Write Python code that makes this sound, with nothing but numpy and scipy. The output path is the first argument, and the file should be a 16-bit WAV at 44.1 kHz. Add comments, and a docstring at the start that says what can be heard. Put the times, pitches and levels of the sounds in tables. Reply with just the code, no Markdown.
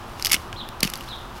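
"""Over a low outdoor hum comes a sharp crunch: a steel chisel prising bark off a dry log in a yard.
The bark tears twice, each time in a run of snaps over the crackle of fibres, and the steel rings faintly.
In the second crunch the loosened piece thumps on the log, and crumbs tick after it.
A distant bird whistles once after each crunch."""
import sys
import numpy as np
from scipy import signal
from scipy.fft import rfft, irfft
from scipy.io import wavfile

SR = 44100
rng = np.random.default_rng(int(sys.argv[2]) if len(sys.argv) > 2 else 0)


def put_to_file(sound):
    """Save the sound as 16-bit audio at rate SR, in the file named by the first command-line argument."""
    columns = np.atleast_2d(sound).T  # one column per channel
    safe = np.clip(columns, -1, 1)
    whole_steps = np.round(safe * 32767)
    wavfile.write(sys.argv[1], SR, whole_steps.astype(np.int16))


N = 61739
TIME = np.arange(N) / SR
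FREQUENCIES = np.arange(N // 2 + 1) * SR / N


def from_db(db):
    """Turn decibels into a number to multiply by."""
    return 10 ** (np.asarray(db) / 20)


def unit_level(sound):
    """Scale a sound so that its average power is 1."""
    return sound / np.sqrt(np.mean(sound ** 2) + 1e-20)


def add(out, start_s, sound):
    """Mix a sound in at the given time."""
    i = int(start_s * SR)
    out[i:i + len(sound)] += sound[:len(out) - i]


def coloured(sound, colour):
    """Set the balance of lows and highs, then scale to power 1."""
    hz, db = np.transpose(colour)
    curve_db = np.interp(np.log(np.maximum(FREQUENCIES, 1)), np.log(hz), db)
    return unit_level(irfft(rfft(sound) * from_db(curve_db), N))


def drift(rate_hz):
    """A random wobble, mostly slower than the given rate."""
    return unit_level(irfft(rfft(rng.standard_normal(N)) / (1 + (FREQUENCIES / rate_hz) ** 2), N))


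def echo_wash(sound, fade_s):
    """Blurred echoes from ground, fence and trees. Here and below, fade_s is the time to fall 60 dB."""
    build_up = 1 - np.exp(-TIME / 0.011)
    tail = rng.standard_normal(N) * from_db(-60 * TIME / fade_s) * build_up
    return signal.fftconvolve(sound, tail / np.sqrt(np.sum(tail ** 2)))[:N]


def ring(pushes, tones):
    """Each push on an object sets off its own fading tones."""
    one_tap = sum(from_db(db - 60 * TIME / fade_s) * np.cos(2 * np.pi * hz * TIME)
                  for hz, db, fade_s in tones)
    return signal.fftconvolve(pushes, one_tap)[:N]


# Lows and highs of the far rumble: frequency_hz, relative_db
RUMBLE_COLOUR = [(15, -8), (25, 0.5), (70, -5.5), (178, -11.5), (246, -12), (297, -16.5), (368, -13.5),
                 (495, -16.5), (826, -10.5), (1200, -11), (2230, -26.5), (2770, -23), (4040, -29.5),
                 (5280, -33), (7100, -39), (15500, -42.5)]
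# Tones of the hum: pitch_hz, level_db
HUM_TONES = [(117, -53.5), (232, -58.5), (350, -53)]
def surroundings():
    """Far rumble and rush, with a faint wavering hum."""
    hum, waver_hz = np.zeros(N), 2.32
    for hz, db in HUM_TONES:
        pitch = hz + waver_hz * drift(rate_hz=5.8)
        hum += from_db(db) * np.sqrt(2) * np.sin(2 * np.pi * np.cumsum(pitch) / SR)
    return hum + from_db(-37.5) * coloured(rng.standard_normal(N), RUMBLE_COLOUR)


# The bird's calls: start_s, level_db, wash_relative_db
BIRD_CALLS = [(0.559, -33.5, -7), (1.076, -35.5, -1.5)]
# The rise and fall of one call: time_s, pitch_hz, relative_db
CALL_SHAPE = [(0, 2993, -1.5), (.009, 3745, -5.5), (.019, 4250, -5.5), (0.037, 3900, 0), (.046, 3735, 2),
              (.051, 3183, -3), (.056, 3650, 4.5), (.068, 3400, -6.5), (.079, 2920, -1)]
# Separate echoes of each call: delay_s, relative_db
CALL_ECHOES = [(.019, -9), (.036, -27)]
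def bird():
    """A slightly rough whistle rises and falls, smeared by echoes on its way."""
    times, hz, db = np.transpose(CALL_SHAPE)
    out, t = np.zeros(N), TIME[TIME < times[-1]]
    roughness = .036
    for start_s, call_db, wash_db in BIRD_CALLS:
        pitch = np.interp(t, times, hz) * (1 + roughness * drift(rate_hz=416)[:len(t)])
        level = from_db(call_db + np.interp(t, times, db)) * signal.windows.tukey(len(t), .1)
        call = level * np.sin(2 * np.pi * np.cumsum(pitch) / SR)
        add(out, start_s, call)
        add(out, start_s, from_db(wash_db) * echo_wash(call, fade_s=0.49))
        for delay_s, echo_db in CALL_ECHOES:
            add(out, start_s + delay_s, from_db(echo_db) * call)
    return out


# Small shifts of the log: start_s, level_db, pitch_hz
LOG_SHIFTS = [(.36, -33, 75), (0.509, -37.5, 98.5), (1.071, -41.5, 110)]
def log_bumps(length_s=0.068):
    """A soft, low bump each time the log shifts on its stump."""
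    out, t = np.zeros(N), TIME[TIME < length_s]
    for start_s, db, hz in LOG_SHIFTS:
        add(out, start_s, from_db(db) * np.hanning(len(t)) * np.sin(2 * np.pi * hz * t))
    return out


# Knocks of loose bark: start_s, strength_db, contact_s
BARK_KNOCKS = [(.3430, -22.5, 0.00089), (0.3679, -28.5, 0.0013), (.8307, -13.5, 0.0013),
               (.8510, -13.5, 0.0025)]
# The log's own tones: pitch_hz, relative_db, fade_s
LOG_TONES = [(145, -9.5, 0.038), (193, -4, 0.04), (246, -9.5, 0.019), (355, -12.5, 0.019),
             (448, -13, 0.031)]
def log_thumps(low_cut_hz=132):
    """Loose bark knocks on the log, which rings low and briefly; a longer contact sounds duller."""
    pushes = np.zeros(N)
    for start_s, db, contact_s in BARK_KNOCKS:
        push = np.sin(np.pi * TIME[TIME < contact_s] / contact_s)
        add(pushes, start_s, from_db(db) * push / push.sum())
    low_cut = signal.butter(3, low_cut_hz, "high", fs=SR, output="sos")
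    return signal.sosfilt(low_cut, ring(pushes, LOG_TONES))


# Tones of the steel shaft: pitch_hz, relative_db, fade_s
CHISEL_TONES = [(2160, -58, 0.087), (2410, -59, 0.056), (2894, -38, 0.025), (4650, -57, 0.028),
                (5450, -49, 0.026)]
def chisel_ring(breaks):
    """Breaking bark makes the steel ring; the hand holding it soon stops the sound."""
    return ring(breaks, CHISEL_TONES)


# How loud the tearing is as it goes on: time_s, level_db
TEARING_LEVEL = [(0, -57.5), (.17, -51), (.21, -43.5), (.24, -46.5), (.258, -40), (.283, -37.5),
                 (.31, -36.5), (.333, -18.5), (.348, -22), (.372, -47), (.42, -48.5), (.52, -61),
                 (.54, -50), (.57, -57), (.81, -96), (.835, -26), (.862, -38.5), (.91, -46.5), (.97, -46),
                 (1.05, -48), (1.34, -60), (1.375, -45.5), (1.4, -60)]
# Lows and highs of the crackle: frequency_hz, relative_db
CRACKLE_COLOUR = [(200, -22), (600, -19), (1300, -4.5), (2200, 1), (3600, -1), (5000, 0), (8000, -8),
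                  (11500, -7), (15500, -16)]
def fibre_crackle(breaks_per_s=3400, spread_db=3.5):
    """Fibres give way in many tiny breaks of uneven size as the blade pushes on."""
    sizes = from_db(spread_db * np.minimum(rng.exponential(1, N), 4))
    signs = rng.choice([-1, 1], N)
    breaks = sizes * signs * (rng.random(N) < breaks_per_s / SR)
    level = from_db(np.interp(TIME, *np.transpose(TEARING_LEVEL)))
    return coloured(breaks, CRACKLE_COLOUR) * level


# Snaps of the bark: start_s, level_db, woody_boost_db, treble_boost_db, splinter_pitch_hz
BARK_SNAPS = [(0.197, -35, 0, -5, 3560), (0.2247, -23.5, -10, -6.5, 5100), (0.2484, -18.5, -5, -2.5, 5150),
              (0.2534, -26, -18, -6, 4650), (0.255, -29, -15, -9, 2700), (0.2564, -21.5, -5, -6, 3380),
              (0.2595, -23, -4, -2, 5570), (0.2608, -31, -14, 8, 9730), (0.2686, -23.5, 2, 0, 5130),
              (0.2703, -23.5, -19, -5, 4930), (0.2778, -35, -6, -13, 5330), (0.297, -30.5, -1, -3, 5360),
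              (0.3023, -31, 1, -9, 2180), (0.3154, -19.5, -2, -8, 2206), (0.3185, -26, 5.5, 6, 10900),
              (0.3195, -14, -10, -4, 11300), (0.3256, -30.5, 2.5, 8, 2730), (0.3307, -19, -2.5, 4.5, 4620),
              (0.3337, -19.5, -8, -10, 5400), (0.3366, -38, -13, -8, 4750), (0.3387, -42, -5, 1, 2640),
              (0.343, -18, 1, 2, 2210), (0.3449, -23.5, -10, -8, 2490), (0.3496, -34, -6, -4, 3020),
              (0.3647, -37, 9, -14, 2460), (0.5285, -37, 7, -26, 1630), (0.6888, -37, -4, -2, 3680),
              (0.8049, -32, -17, -5, 5230), (0.8065, -27.5, -9, -3, 4080), (0.8295, -24.5, 5.5, 0.5, 4840),
              (0.8317, -15, -1, -1.5, 4600), (0.8422, -35.5, 11.5, -13, 3100), (0.849, -29, 2, -2, 4440),
              (0.851, -27, -6, -5, 4840), (0.8723, -37, -2, -2, 5370), (0.8759, -29, -0.5, -4, 2640),
              (0.9003, -30.5, -6, -0.5, 11400), (0.937, -27, -2.5, -2.5, 3630), (0.9393, -33, -4, -8, 3450),
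              (0.956, -32, -17, -4, 4770), (0.9752, -52.5, 4, 15, 12780), (1.009, -45.5, 9.5, 3.5, 2940),
              (1.088, -40.5, -10, -8.5, 4270)]
# The bands of one snap, low to high: low_hz, high_hz, relative_db, decay_s
SNAP_BANDS = [(252, 415, -24, 0.0022), (1103, 1850, -11, 0.0014), (1770, 3540, 1.5, 0.00049),
              (3900, 5740, 0, 0.00021), (6640, 8690, -2, 0.00012), (9360, 12740, 1.5, 0.00014)]
def bark_snaps():
    """Each snap is a clean click, a tiny burst of crumbling with a faint tail, and a splinter's ping."""
    out, t = np.zeros(N), TIME[:SR // 25]
    click = from_db(9.5) * (t == 0)
    tail = from_db(-15) * np.exp(-t / .003)
    band_energy = .002 * SR  # as much as 2 ms of sound at power 1
    ping_boost_db, ping_cycles = 6.5, 6.05  # the ping falls to about a third in this many cycles
    for start_s, db, woody_db, treble_db, hz in BARK_SNAPS:
        crumble = rng.standard_normal(len(t))
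        boosts_db = (woody_db, woody_db, woody_db, 0, treble_db / 2, treble_db)
        for (low_hz, high_hz, band_db, decay_s), boost_db in zip(SNAP_BANDS, boosts_db):
            burst = click + crumble * (np.exp(-t / decay_s) + tail)
            band_pass = signal.butter(2, [low_hz, high_hz], "band", fs=SR, output="sos")
            band = signal.sosfilt(band_pass, burst)
            band *= np.sqrt(band_energy / np.sum(band ** 2))
            add(out, start_s, from_db(db + band_db + boost_db) * band)
        ping = np.exp(-t * hz / ping_cycles) * np.sin(2 * np.pi * hz * t)
        add(out, start_s, from_db(db + ping_boost_db) * ping)
    return out


def scene():
    """Close bark with a short yard echo, far bird and surroundings; left and right are nearly alike."""
    breaks = bark_snaps() + fibre_crackle()
    work = breaks + chisel_ring(breaks) + log_thumps() + log_bumps()
    yard_echo = from_db(-27) * echo_wash(work, fade_s=0.18)
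    centre = work + yard_echo + bird() + surroundings()
    width = from_db(-73) * echo_wash(centre, fade_s=0.027) + from_db(-68) * rng.standard_normal(N)
    return np.array([centre + width, centre - width])


def record(dry):
    """Flatten any peak beyond full scale, then cut the highest treble."""
    treble_cut = signal.firwin(255, cutoff=16000, fs=SR)
    return signal.fftconvolve(np.clip(dry, -1, 1), treble_cut[None], mode="same", axes=1)


dry = scene()
out = record(dry)
put_to_file(out)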